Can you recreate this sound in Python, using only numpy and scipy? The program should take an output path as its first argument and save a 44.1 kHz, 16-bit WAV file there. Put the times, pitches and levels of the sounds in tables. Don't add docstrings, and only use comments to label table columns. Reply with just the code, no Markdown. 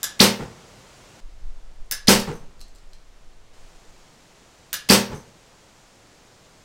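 import sys
import numpy as np
from scipy import signal
from scipy.fft import rfft, irfft
from scipy.io import wavfile
from scipy.ndimage import uniform_filter1d

SR = 44100
rng = np.random.default_rng(int(sys.argv[2]) if len(sys.argv) > 2 else 0)


def waveform_to_disk(signal):
    frames = np.transpose(np.atleast_2d(signal))
    scaled = np.clip(frames, -1, 1) * 32767
    samples = np.round(scaled).astype(np.int16)
    wavfile.write(sys.argv[1], SR, samples)


N = 292824
T = np.arange(int(.8 * SR)) / SR

# when the string stops in seconds, bow level in dB, finger slip in dB,
# arrow zip in dB, flight time in seconds, target thud in dB, buzz of the fittings in dB.
SHOTS = [(0.2062, -1, -23.5, 0, 0.18, -0.5, -74), (2.0847, 0, -17.5, -2.5, 0.18, 0.5, -52.5),
         (4.9017, 0, -13, -3.5, 0.194, -3, -50.5)]
# frequency in Hz, level in dB, time to fall 60 dB (t60) in seconds.
BOW_MODES = [(83, -23, 0.25), (116.5, -28.5, 0.65), (143.4, -27, 0.4), (197.4, -8, 0.36),
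             (223.8, -13.5, 0.3), (233.3, -20, 0.57), (270, -26.5, .3), (392, -16, 0.35),
             (472.3, -24, 0.56), (512, -17, 0.34), (568, -22, 0.44), (890, -18, 0.21), (916, -27, 0.52),
             (956, -26, .27), (1367, -31.5, 0.31)]


def from_db(db):
    return 10 ** (np.asarray(db) / 20)


def rms_one(x):
    return x / np.sqrt(np.mean(x ** 2) + 1e-20)


def at_hz(points, hz):
    f, value = np.transpose(points)
    return np.interp(np.log(np.maximum(hz, 1)), np.log(f), value)


def fade(t60):
    return np.exp(-np.log(1000) * T / t60)


def hold_and_fall(hold_s, early_t60, late_db, late_t60):
    return from_db(-60 * np.maximum(T - hold_s, 0) / early_t60) + from_db(late_db) * fade(late_t60)


def add(out, s, sound):
    at = max(round(s * SR), 0)
    out[at:at + len(sound)] += sound[:N - at]


def through(x, response):
    return signal.fftconvolve(x, response)[:len(x)]


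def colour(x, spectrum, size=16384):
    gain = from_db(at_hz(spectrum, np.fft.rfftfreq(size, 1 / SR)))
    cepstrum = irfft(np.log(gain))
    cepstrum[1:size // 2] *= 2
    cepstrum[size // 2 + 1:] = 0
    return through(x, irfft(np.exp(rfft(cepstrum))))


def ring(modes):
    return sum(from_db(db) * fade(t60) * np.sin(2 * np.pi * hz * T) for hz, db, t60 in modes)


def contacts(per_s, spread_db):
    sizes = from_db(spread_db * np.clip(rng.standard_normal(len(T)), -2, 2))
    signs = rng.choice([-1, 1], len(T))
    hits = rng.random(len(T)) < per_s / SR
    return rms_one(sizes * signs * hits)


def porch_tail(build_s=0.0046):
    # band centre in Hz, t60 in seconds.
    decays = [(100, 0.428), (400, 0.18), (1000, 0.33), (2500, 0.31), (5000, 0.28), (9000, 0.19),
              (15000, 0.097)]
    white = rfft(rng.standard_normal(len(T)))
    hz = np.fft.rfftfreq(len(T), 1 / SR)
    centres, t60s = np.transpose(decays)
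    tail = np.zeros(len(T))
    for share, t60 in zip(np.eye(len(centres)), t60s):
        band = at_hz(list(zip(centres, share)), hz)
        tail += irfft(white * band, len(T)) * fade(t60)
    tail *= 1 - np.exp(-(T / build_s) ** 2)
    return tail / np.linalg.norm(tail)


def porch(x, direct_db, echo_db, tail_db, echo_s=.01085):
    echo = np.interp(np.arange(N) - round(echo_s * SR), np.arange(N), x, left=0)
    return from_db(direct_db) * x + from_db(echo_db) * echo + from_db(tail_db) * through(x, porch_tail())


def outdoor_air():
    # start in seconds, level in dB, hiss relative to that level in dB.
    steps = [(0, -49, -14), (1.204, -57, -40), (3.534, -53.5, -11)]
    # frequency in Hz, gain in dB.
    air_eq = [(15, -31.5), (25, 0), (59, -9), (102, -6), (130, -6), (242, -10), (293, -10.5), (439, -10.5),
              (489, -10), (607, -10.5), (1610, -17), (7110, -23), (14000, -41), (16000, -41)]
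    hiss_eq = [(1000, -30.5), (4000, 3), (7000, 7.0), (12000, -12.0)]
    starts, level_db, hiss_db = np.transpose(steps)
    step = np.maximum(np.searchsorted(starts, np.arange(N) / SR, "right") - 1, 0)
    air = rms_one(colour(rng.standard_normal(N), air_eq))
    hiss = rms_one(colour(rng.standard_normal(N), hiss_eq))
    return from_db(level_db[step]) * (air + from_db(hiss_db[step]) * hiss)


def clicker(crack_db=-4.5, crack_t60=0.017):
    # start in seconds, level in dB.
    strikes = [(0.031, -2), (1.9120, -2.5), (4.7298, -2.5)]
    # frequency in Hz, level in dB, t60 in seconds.
    blade_modes = [(1620, -35.5, .022), (1688, -24, 0.058), (2420, -36.5, 0.013), (3130, -34, .015),
                   (3920, -26.5, 0.02), (5070, -29, .025), (5010, -25.5, .045), (5600, -30, 0.017),
                   (7800, -28.5, 0.015), (10200, -31, .02)]
    # frequency in Hz, gain in dB.
    crack_eq = [(200, -27.5), (500, -21), (900, -23), (1500, -9), (3000, -9.5), (5000, -3.5), (8000, -8.5),
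                (10000, -1.5), (11000, -10.5), (13500, -2.5), (16000, -9.5)]
    crack, blade = np.zeros((2, N))
    for s, db in strikes:
        chatter = contacts(per_s=30000, spread_db=0.94) * fade(crack_t60)
        add(crack, s, from_db(db + crack_db) * colour(chatter, crack_eq))
        add(blade, s, from_db(db) * ring(blade_modes))
    return (porch(crack, direct_db=-1.5, echo_db=-5.0, tail_db=0.5)
            + porch(blade, direct_db=-14.0, echo_db=-4.5, tail_db=-1.0))


def string_release(slip_lead_s=0.014, zip_lead_s=.0098, slip_rise_s=.002):
    # frequency in Hz, gain in dB.
    slip_eq = [(100, -9.5), (500, -0.5), (2000, -1.5), (5500, 3), (9000, -1.5), (15000, -10.5)]
    out = np.zeros(N)
    envelope = fade(t60=0.051) * (1 - np.exp(-(T / slip_rise_s) ** 2))
    for s, _, slip_db, zip_db, *_ in SHOTS:
        scrape = contacts(per_s=12000, spread_db=3) * envelope
        add(out, s - slip_lead_s, from_db(slip_db) * colour(scrape, slip_eq))
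        add(out, s - zip_lead_s, from_db(zip_db) * arrow_zip())
    return out


def arrow_zip(start_hz=1900, end_hz=4900, stroke_s=.0085, rise_db=26.0, rough=.28, leave_s=0.002):
    travel = np.minimum(T / stroke_s, 1)
    wobble, grip = rms_one(uniform_filter1d(rng.standard_normal((2, len(T))), size=14))
    hz = (start_hz + (end_hz - start_hz) * travel ** 1.5) * (1 + .5 * rough * wobble)
    leaving = np.exp(-(np.maximum(T - stroke_s, 0) / leave_s) ** 2)
    envelope = from_db(rise_db * (travel - 1)) * leaving * (1 + rough * grip)
    return envelope * np.sin(2 * np.pi * np.cumsum(hz) / SR)


def twang(kick_db=-5.0, kick_hz=215, kick_t60=.04, kick_rise_s=0.0019, swell_s=.009, lead_s=.001):
    out = np.zeros(N)
    kick = ring([(kick_hz, kick_db, kick_t60)]) * (1 - np.exp(-T / kick_rise_s))
    body = ring(BOW_MODES) * (1 - np.exp(-T / swell_s))
    for s, db, *_ in SHOTS:
        add(out, s - lead_s, from_db(db) * (kick + body))
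    return out


def limb_slap(throb=0.46, slap_lag_s=.0075, slap_t60=.025, rattle_db=-7.5):
    # frequency in Hz, gain in dB.
    slap_eq = [(400, -33), (900, -15), (1500, -10), (3000, -8.5), (4300, -8.5), (5600, -6), (7000, -11.5),
               (8500, -8.5), (10500, -15.5), (13000, -14), (16000, -21.5)]
    out = np.zeros(N)
    string_hz = max(BOW_MODES, key=lambda mode: mode[1])[0]
    swing = 1 + throb * np.cos(2 * np.pi * string_hz * (T - .003))
    force = swing * hold_and_fall(hold_s=0.034, early_t60=0.15, late_db=-39.0, late_t60=0.418)
    for s, db, *_ in SHOTS:
        rattle = contacts(per_s=2000, spread_db=4) * force
        slap = contacts(per_s=8000, spread_db=2.7) * fade(slap_t60)
        add(out, s, from_db(db + rattle_db) * colour(rattle, slap_eq))
        add(out, s + slap_lag_s, from_db(db) * colour(slap, slap_eq))
    return out


def frame_shudder():
    # frequency in Hz, gain in dB.
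    frame_eq = [(30, -36.5), (55, -15), (85, -5), (170, -3), (300, -2.5), (550, -1), (750, -4.5),
                (1000, -5), (1400, -8.5), (2400, -10), (3500, -24.5)]
    out = np.zeros(N)
    envelope = hold_and_fall(hold_s=0.028, early_t60=0.3, late_db=-29.0, late_t60=0.81)
    shake = colour(contacts(per_s=9000, spread_db=0.59) * envelope, frame_eq)
    for s, db, *_ in SHOTS:
        add(out, s, from_db(db) * shake)
    return out


def target_thud(rise_s=0.016):
    # frequency in Hz, gain in dB.
    thud_eq = [(25, -19), (50, -12), (100, -13.5), (160, -8), (300, -19.5), (440, -11.5), (620, -25),
               (850, -20), (1300, -26.5), (2500, -35), (4000, -41.5), (8000, -44.5), (14000, -69)]
    out = np.zeros(N)
    envelope = hold_and_fall(hold_s=0.038, early_t60=0.21, late_db=-14.0, late_t60=0.97)
    envelope *= 1 - np.exp(-T / rise_s)
    for s, *_, flight_s, target_db, _ in SHOTS:
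        impact = contacts(per_s=3000, spread_db=1.8) * envelope
        add(out, s + flight_s, from_db(target_db) * colour(impact, thud_eq))
    return out


def fittings(buzz_lag_s=.245, buzz_t60=0.29, tick_t60=0.018):
    # frequency in Hz, level in dB, t60 in seconds.
    metal_modes = [(5950, -6, 0.018), (6200, 1.5, 0.026), (8200, -3, .015), (9500, -2, .008),
                   (12800, -5, .008)]
    # start in seconds, level in dB, treble lift in dB.
    ticks = [(2.195, -23, 8), (2.201, -25, 13), (2.5945, -47, 2), (2.6058, -40, 5), (2.6128, -30.5, -1.5),
             (2.6817, -48, 5), (2.75, -46.5, 3), (2.7575, -44, 3), (2.7846, -46.5, -1), (2.9329, -38, -4),
             (3.1274, -60, 1.5)]
    # frequency in Hz, gain in dB.
    tick_eq = [(500, -9), (2000, -10), (3300, -9), (4250, 2.5), (4800, 0), (5500, -2), (8000, -4),
               (10000, -10.5), (15000, -19)]
    out = np.zeros(N)
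    for s, *_, buzz_db in SHOTS:
        jingle = rms_one(through(contacts(per_s=1500, spread_db=3.5), ring(metal_modes)))
        add(out, s + buzz_lag_s, from_db(buzz_db) * jingle * fade(buzz_t60))
    for s, db, lift_db in ticks:
        tick = colour(contacts(per_s=12000, spread_db=1.5) * fade(tick_t60), tick_eq)
        add(out, s, from_db(db) * colour(tick, [(5000, 0), (12000, lift_db)]))
    return out


def breeze(start_s=1.204, start_db=-34, wane_db_per_s=5, lull_s=3.95, lull_db_per_s=68, calm_db=-67.5):
    # time of the peak in seconds, lift in dB.
    gusts = [(1.47, 12), (1.81, 4), (2.49, 4.5)]
    # frequency in Hz, gain in dB.
    rumble_eq = [(8, -4), (14, 1), (28, -8.5), (50, -22), (100, -39), (250, -67), (1000, -110)]
    swell_s = .045
    t = np.arange(N) / SR
    level_db = start_db - wane_db_per_s * (t - start_s) - lull_db_per_s * np.maximum(t - lull_s, 0)
    lift_db = sum(db * np.exp(-((t - s) / swell_s) ** 2) for s, db in gusts)
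    fade_in = np.clip((t - start_s) / swell_s, 0, 1)
    strength = (from_db(level_db + lift_db) + from_db(calm_db)) * fade_in
    return strength * rms_one(colour(rng.standard_normal(N), rumble_eq))


def scene():
    release = porch(string_release(), direct_db=0.5, echo_db=-10.5, tail_db=-6.5)
    slap = porch(limb_slap(), direct_db=2.5, echo_db=-10.5, tail_db=0.0)
    ticks = porch(fittings(), direct_db=1.5, echo_db=-14.0, tail_db=-2.0)
    bow = clicker() + release + slap + ticks + frame_shudder() + twang()
    return (bow + target_thud() + outdoor_air() + breeze())[None]


def record(dry, ceiling=.9, cutoff_hz=15800):
    low_pass = signal.ellip(10, .1, 70, cutoff_hz, fs=SR, output="sos")
    return signal.sosfilt(low_pass, np.clip(dry, -ceiling, ceiling))


dry = scene()
out = record(dry)
waveform_to_disk(out)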